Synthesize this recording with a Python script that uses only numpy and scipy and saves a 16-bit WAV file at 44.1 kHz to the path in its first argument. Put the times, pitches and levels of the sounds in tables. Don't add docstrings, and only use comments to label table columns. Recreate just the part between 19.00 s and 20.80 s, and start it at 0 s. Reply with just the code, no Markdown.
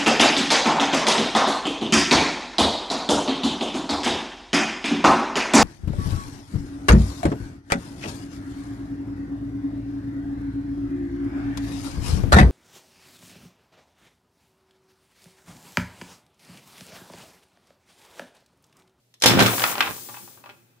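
import sys
import numpy as np
from scipy import signal
from scipy.fft import rfft, irfft
from scipy.io import wavfile
from scipy.ndimage import uniform_filter1d

SR = 44100
rng = np.random.default_rng(int(sys.argv[2]) if len(sys.argv) > 2 else 0)


def convert_level_to_amplitude(level_db):
    exponent = np.asarray(level_db, float) / 20
    return 10 ** exponent


def wrap_up_sound(samples):
    columns = np.atleast_2d(samples).T
    tamed = np.clip(columns, -1, 1)
    steps = np.round(tamed * 32767).astype(np.int16)
    wavfile.write(sys.argv[1], SR, steps)


N = 79380
T = np.arange(N) / SR
LEFT_RIGHT = np.array([[.5], [-.5]])


def unit(x):
    return x / np.sqrt(np.mean(x ** 2))


def fade(t, t60):
    return np.exp(-np.log(1000) * t / np.maximum(t60, .002))


def low_cut(x, order, hz):
    return signal.sosfilt(signal.butter(order, hz, "high", fs=SR, output="sos"), x)


def dull(x, hz):
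    return signal.lfilter(*signal.butter(1, hz, fs=SR), x)


def favour(hz, face_hz, db):
    octaves = np.log2(hz / face_hz)
    return db * (np.exp(-(octaves / .7) ** 2) - 1)


def colour(x, points, tilt_db=0., face_hz=1000., favour_db=0.):
    size = x.shape[-1]
    f = np.maximum(np.arange(size // 2 + 1) * SR / size, 10)
    hz, db = np.array(points).T
    shape = np.interp(np.log(f), np.log(hz), db)
    tilt = tilt_db * np.log2(np.clip(f, 300, 16000) / 2000)
    return irfft(rfft(x) * convert_level_to_amplitude(shape + tilt + favour(f, face_hz, favour_db)), size)


def pair(size, alike_hz):
    mid, side = rng.standard_normal((2, size))
    side = signal.lfilter(*signal.butter(1, alike_hz, "high", fs=SR), side)
    return np.array([mid + side, mid - side]) / np.sqrt(2)


def ring(modes, t, stretch, face_hz, favour_db, detune=.02, apart=1.):
    hz, db, t60 = np.repeat(np.array(modes), 2, axis=0).T[:, :, None]
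    pitch, level, *sides = rng.standard_normal((4, len(hz), 1))
    hz = hz * (1 + detune * pitch)
    gain = convert_level_to_amplitude(db + favour(hz, face_hz, favour_db) + 1.1 * level) * fade(t, t60 * stretch)
    turn = apart * np.minimum(hz / 1500, 1)
    return np.array([np.sum(gain * np.sin(2 * np.pi * hz * t + turn * side), axis=0) for side in sides])


def ticks(per_s, spread_db):
    return (rng.random(N) < per_s / SR) * convert_level_to_amplitude(spread_db * rng.exponential(size=N))


def add(out, s, x):
    i = int(s * SR)
    out[:, i:i + x.shape[1]] += x[:, :N - i]


def curve(table):
    return np.interp(T, *np.array(table).T, left=-120, right=-120)


# start in seconds, peak in dB, brightness in dB per octave,
# ring length as a factor, favoured pitch in Hz.
SLAMS = [(.141, -39.5, 3, 0.17, 3750), (0.201, -48, 9.5, 1, 8540), (.213, -39, 0.5, 1, 3114),
         (0.2225, -9, 2, 0.38, 5500), (.238, 0, -0.5, 0.39, 1805), (0.2598, 0.5, 1, 1, 3660),
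         (.376, -24, -5.5, .5, 1000), (0.3929, -4.5, -2.5, 0.44, 1452), (.404, -6.5, -3, 1, 2500),
         (.411, -6.5, -4, 0.2, 3050), (.424, -5.5, -1, 0.2, 2200), (.432, -15, 1.5, 0.31, 2200),
         (.462, -8, -1.5, 0.47, 1450), (.467, -6.5, -1, 0.18, 1850)]
# pitch in Hz, level in dB, 60 dB fade in seconds.
STEEL_MODES = [(503.4, -0.5, 0.082), (900, -5, 0.16), (1157, -5, 0.087), (1483, 5.5, 0.031),
               (2035, -11.5, 0.045), (3164, -7.5, 0.07), (3480, -9, 0.37), (3750, -10, 0.077),
               (4070, -5, 0.086), (5220, -6.5, 0.3), (5590, -6, 0.064), (6350, -6.5, .1),
               (6390, -8.5, 0.04), (8860, -16.5, .08)]
# frequency in Hz, level in dB per Hz.
CRACK_COLOUR = [(120, -43.5), (300, -12), (700, -10.5), (1480, -12.5), (3430, -10.5), (7000, -15.5),
                (14600, -22.5), (16000, -32)]


def slams():
    out, t = np.zeros((2, N)), T[:SR // 2]
    crack_t60_s, tail_t60_s, tail_db, ring_db = .03, .25, -3, -13
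    chatter_per_s, chatter_t60_s, chatter_share = 1200, .012, .5
    for s, db, tilt_db, stretch, face_hz in SLAMS:
        noise = unit(colour(pair(len(t), 1200), CRACK_COLOUR, tilt_db, face_hz, favour_db=1))
        crack = noise * fade(t, crack_t60_s * stretch)

        grains = signal.fftconvolve(ticks(chatter_per_s, 2.2), fade(t, chatter_t60_s))
        chatter = unit(grains[len(t):2 * len(t)])
        roughness = 1 + chatter_share * (chatter - 1)
        tail = convert_level_to_amplitude(tail_db) * dull(noise, 7900) * roughness * fade(t, tail_t60_s * stretch)

        steel = convert_level_to_amplitude(ring_db) * ring(STEEL_MODES, t, stretch, face_hz, 7, detune=.008, apart=1.7)
        steel = colour(steel, [(100, 0), (200, 0)], tilt_db)
        onset = np.minimum(t / .0006, 1)
        add(out, s - .001, convert_level_to_amplitude(db) * ((crack + tail) / 2 + steel) * onset)
    return out


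# peak time in seconds, peak in dB, contact in ms.
JOLTS = [
    (.2586, 1, 1.2),
    (.392, -1, 1.0),
]


def jolts():
    out = np.zeros((2, N))
    for s, db, contact_ms in JOLTS:
        bump = np.pad(np.hanning(int(contact_ms * SR / 1000) + 3), (0, SR // 50))
        push = signal.lfilter(*signal.butter(1, 220, "high", fs=SR), bump)
        add(out, s - contact_ms / 2000, -convert_level_to_amplitude(db) * push[None])
    return out


# start in seconds, peak in dB, favoured pitch in Hz, ring length as a factor.
KNOCKS = [(0.582, -17, 1540, 1), (.597, -17, 855, 0.23), (.607, -23, 886, 0.85), (0.62, -17, 1000, 0.33),
          (0.622, -18, 1410, 0.3), (0.64, -6, 2000, 1), (0.664, -18, 1147, 1), (0.755, -21, 881, 1),
          (0.782, -19.5, 1000, 1), (0.791, -33, 1230, .7), (0.807, -6.5, 1700, 0.5), (.811, -11, 2486, 1),
          (0.826, -17, 2600, 1), (.862, -22, 1130, 0.6), (.871, -22, 1000, 1), (0.902, -31, 1210, 1),
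          (0.981, -42, 838, 0.97), (1.089, -35, 804, 1), (1.096, -37, 900, .8), (1.143, -34.5, 1072, 0.96),
          (1.149, -38.5, 2540, .8), (1.166, -39.5, 2580, 0.95), (1.172, -36.5, 900, 1),
          (1.186, -49, 1426, 1), (1.278, -42, 857, 0.85), (1.374, -49.5, 990, 0.92),
          (1.439, -47.5, 2636, 0.6), (1.441, -38.5, 900, .8), (1.46, -38, 858, 0.9), (1.471, -43.5, 900, 1),
          (1.493, -36, 840, 0.5), (1.498, -39, 2567, 0.71), (1.508, -40.5, 414, 0.73),
          (1.532, -63, 2580, .8), (1.537, -54, 900, .8)]
# pitch in Hz, level in dB, 60 dB fade in seconds.
CHUNK_MODES = [(400, -6, .05), (600, -5, .05), (845, -2, .045), (990, -3, .04), (1140, -4, .04),
               (1400, -3, .055), (1620, -3, .04), (2000, -7, .03), (2320, -6, .03), (2580, -1, .065),
               (2950, -8, .025), (3650, -9, .025)]
# frequency in Hz, level in dB per Hz.
CLICK_COLOUR = [(150, -40), (400, -10), (900, 0), (1500, 0), (2600, -1), (3800, -4), (5200, -10),
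                (8000, -25)]


def knocks():
    out, t = np.zeros((2, N)), T[:SR // 4]
    knock_db, pan_db, favour_db = 5.5, 2.5, 11
    snap_t60_s, scuff_t60_s, scuff_db = .016, .082, -6
    for s, db, face_hz, stretch in KNOCKS:
        body = ring(CHUNK_MODES, t, stretch, face_hz, favour_db, detune=.012, apart=.9)
        noise = unit(colour(pair(len(t), 1700), CLICK_COLOUR, face_hz=face_hz, favour_db=favour_db))
        scuff = convert_level_to_amplitude(scuff_db) * noise * fade(t, scuff_t60_s * stretch)
        snap = unit(colour(pair(len(t), 1500), CLICK_COLOUR)) * fade(t, snap_t60_s)
        snap = snap * convert_level_to_amplitude(18 + .5 * db)
        knock = (body + snap + scuff) * np.minimum(t / .00042, 1)
        add(out, s - .001, convert_level_to_amplitude(db + knock_db) * knock / np.abs(knock).max())
    return low_cut(out, 2, 250) * convert_level_to_amplitude(LEFT_RIGHT * pan_db)


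# time in seconds, level in dB.
SHAKE = [
    [(.24, -45), (.3, -19.5), (.37, -28.5), (.4, -11), (.44, -25.5), (.5, -27.5), (.56, -33.5)],
    [(.57, -35.5), (.68, -30), (.75, -35.5), (.79, -34), (.88, -28), (.93, -74.5), (.97, -66), (1.05, -87)],
]
# frequency in Hz, level in dB per Hz.
RATTLE_COLOUR = [(120, -26.5), (200, -10.5), (1390, -9.5), (3920, -19.5), (4450, -34.5), (4780, -29),
                 (6000, -40), (7800, -51), (13200, -120)]


def rattle():
    per_s, spread_db, t60_s = 1400, 2.5, .018
    grains = signal.fftconvolve(ticks(per_s, spread_db), fade(T[:SR // 10], t60_s))[:N]
    level = np.maximum(*map(curve, SHAKE))
    return unit(colour(pair(N, 1600) * grains, RATTLE_COLOUR)) * convert_level_to_amplitude(level)


# start in seconds, peak in dB, contact in ms.
THUMPS = [(0.24, -24.5, 1.6), (0.261, -10, 1.63), (0.276, -10.5, 1.9), (0.296, -14, 0.97), (0.312, -9, 2),
          (0.336, -12, 0.53), (0.35, -5, 2.6), (0.372, -6.5, 1.24), (0.392, -14, 0.96), (0.402, -11.5, 1),
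          (0.416, -4, 1.6), (0.428, -11.5, 2.1), (0.443, -10.5, 4.1), (0.453, -8.5, 3), (0.476, -26, 2.1),
          (0.495, -19.5, 2.1), (0.596, -47, 2), (0.695, -45, 4.7), (0.791, -28, 3.5), (0.891, -32, 0.96)]
# time in seconds, level in dB.
TREMBLE = [(0.5, -38.5), (0.752, -56), (0.89, -61.5), (1.248, -64.5), (1.418, -67.5), (1.614, -71),
           (1.8, -80.5)]
# pitch in Hz, level in dB, 60 dB fade in seconds.
BENCH_MODES = [(117, -15, .35), (120, -5, .2), (160, -8, .07), (196, -1, .13), (231, -4, .1),
               (270, -3, .11), (352, -1, .12), (433, -4, .09), (519, -4, .1), (555, -6, .08),
               (635, -6, .08)]


def bench():
    thump_db, tremble_db, apart = -8, -4.5, .4
    push = np.zeros((1, N))
    for s, db, contact_ms in THUMPS:
        bump = np.hanning(int(contact_ms * SR / 1000) + 3)
        add(push, s, -convert_level_to_amplitude(db + thump_db) * bump[None] / bump.sum())

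    hz, db, t60 = np.array(BENCH_MODES).T[:, :, None]
    t = T[:SR // 2]
    gain = convert_level_to_amplitude(db) * fade(t, t60)
    phases = apart * rng.standard_normal((2, *hz.shape))
    top = np.array([np.sum(gain * np.sin(2 * np.pi * hz * t + phase), axis=0) for phase in phases])

    feet = unit(uniform_filter1d(rng.standard_normal(N), size=40)) * convert_level_to_amplitude(curve(TREMBLE) + tremble_db)
    feet = feet / np.sqrt(np.sum(top ** 2) / 2)
    heard = signal.fftconvolve(push + feet, top, axes=1)[:, :N]
    return low_cut(heard, 4, 111.6)


# time in seconds, level in dB.
VENT = [(.256, -21.5), (.36, -37.5), (.42, -28), (.58, -26), (.72, -27.5), (.755, -36.5), (.97, -37.5),
        (1.25, -44.5), (1.37, -51), (1.44, -59), (1.6, -63), (1.8, -76)]
# frequency in Hz, level in dB per Hz.
VENT_COLOUR = [(300, -25.5), (1500, -32), (3300, -17.5), (4600, -15.5), (6000, -14), (8500, -12),
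               (12500, -16), (15200, -7)]


def vent():
    vent_db, pan_db, flutter_db, alike = 3, 5.5, .16, .13
    a, b = rng.standard_normal((2, N))
    right = alike * a + np.sqrt(1 - alike ** 2) * b
    air = unit(colour(np.array([a, right]), VENT_COLOUR))
    flutter = unit(uniform_filter1d(rng.standard_normal(N), size=1500))
    onset = np.clip((T - VENT[0][0]) / .008, 0, 1)
    level = np.interp(T, *np.array(VENT).T)
    return air * onset * convert_level_to_amplitude(level + vent_db + flutter_db * flutter + LEFT_RIGHT * pan_db)


# frequency in Hz, level in dB per Hz.
SHOP_COLOUR = [(30, -12.5), (70, -12.5), (130, -1.5), (250, -2.5), (500, -6.5), (1200, -19.5),
               (4000, -17.5), (15500, -22.5)]


def shop():
    room_db, hum_hz, hum_db, sway_db = -68.5, 119.5, -71, 1.7
    sway = unit(uniform_filter1d(rng.standard_normal(N), size=4000))
    hum = convert_level_to_amplitude(hum_db + sway_db * sway) * np.sqrt(2) * np.sin(2 * np.pi * hum_hz * T)
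    return unit(colour(pair(N, 700), SHOP_COLOUR)) * convert_level_to_amplitude(room_db) + hum


def walls(hits):
    room_t60_s, room_db = .23, -9
    far_t60_s, far_db = 4.1, -38
    t = T[:SR]
    decay = fade(t, room_t60_s) + convert_level_to_amplitude(far_db) * fade(t, far_t60_s)
    echo = dull(pair(len(t), 610), 4350) * decay * np.minimum(t / .0051, 1)
    echo = echo / np.sqrt(np.sum(echo ** 2) / 2)
    return convert_level_to_amplitude(room_db) * signal.fftconvolve(hits.mean(axis=0)[None], echo, axes=1)[:, :N]


def scene():
    hits = slams() + jolts() + knocks() + rattle()
    top = bench()
    near = hits + top + vent()
    left_lag_s = .00009
    near = np.array([np.roll(near[0], int(left_lag_s * SR)), near[1]])
    bench_echo_db = -8
    return near + walls(hits + convert_level_to_amplitude(bench_echo_db) * top) + shop()


def band_limit(x):
    return signal.sosfilt(signal.butter(12, 16270, fs=SR, output="sos"), x)


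def record(dry):
    x = low_cut(dry, 2, 45)
    x = .92 * np.tanh(x / .92)
    x = signal.sosfilt(signal.ellip(12, .2, 100, 15550, fs=SR, output="sos"), x)
    return band_limit(x)


dry = scene()
out = record(dry)
wrap_up_sound(out)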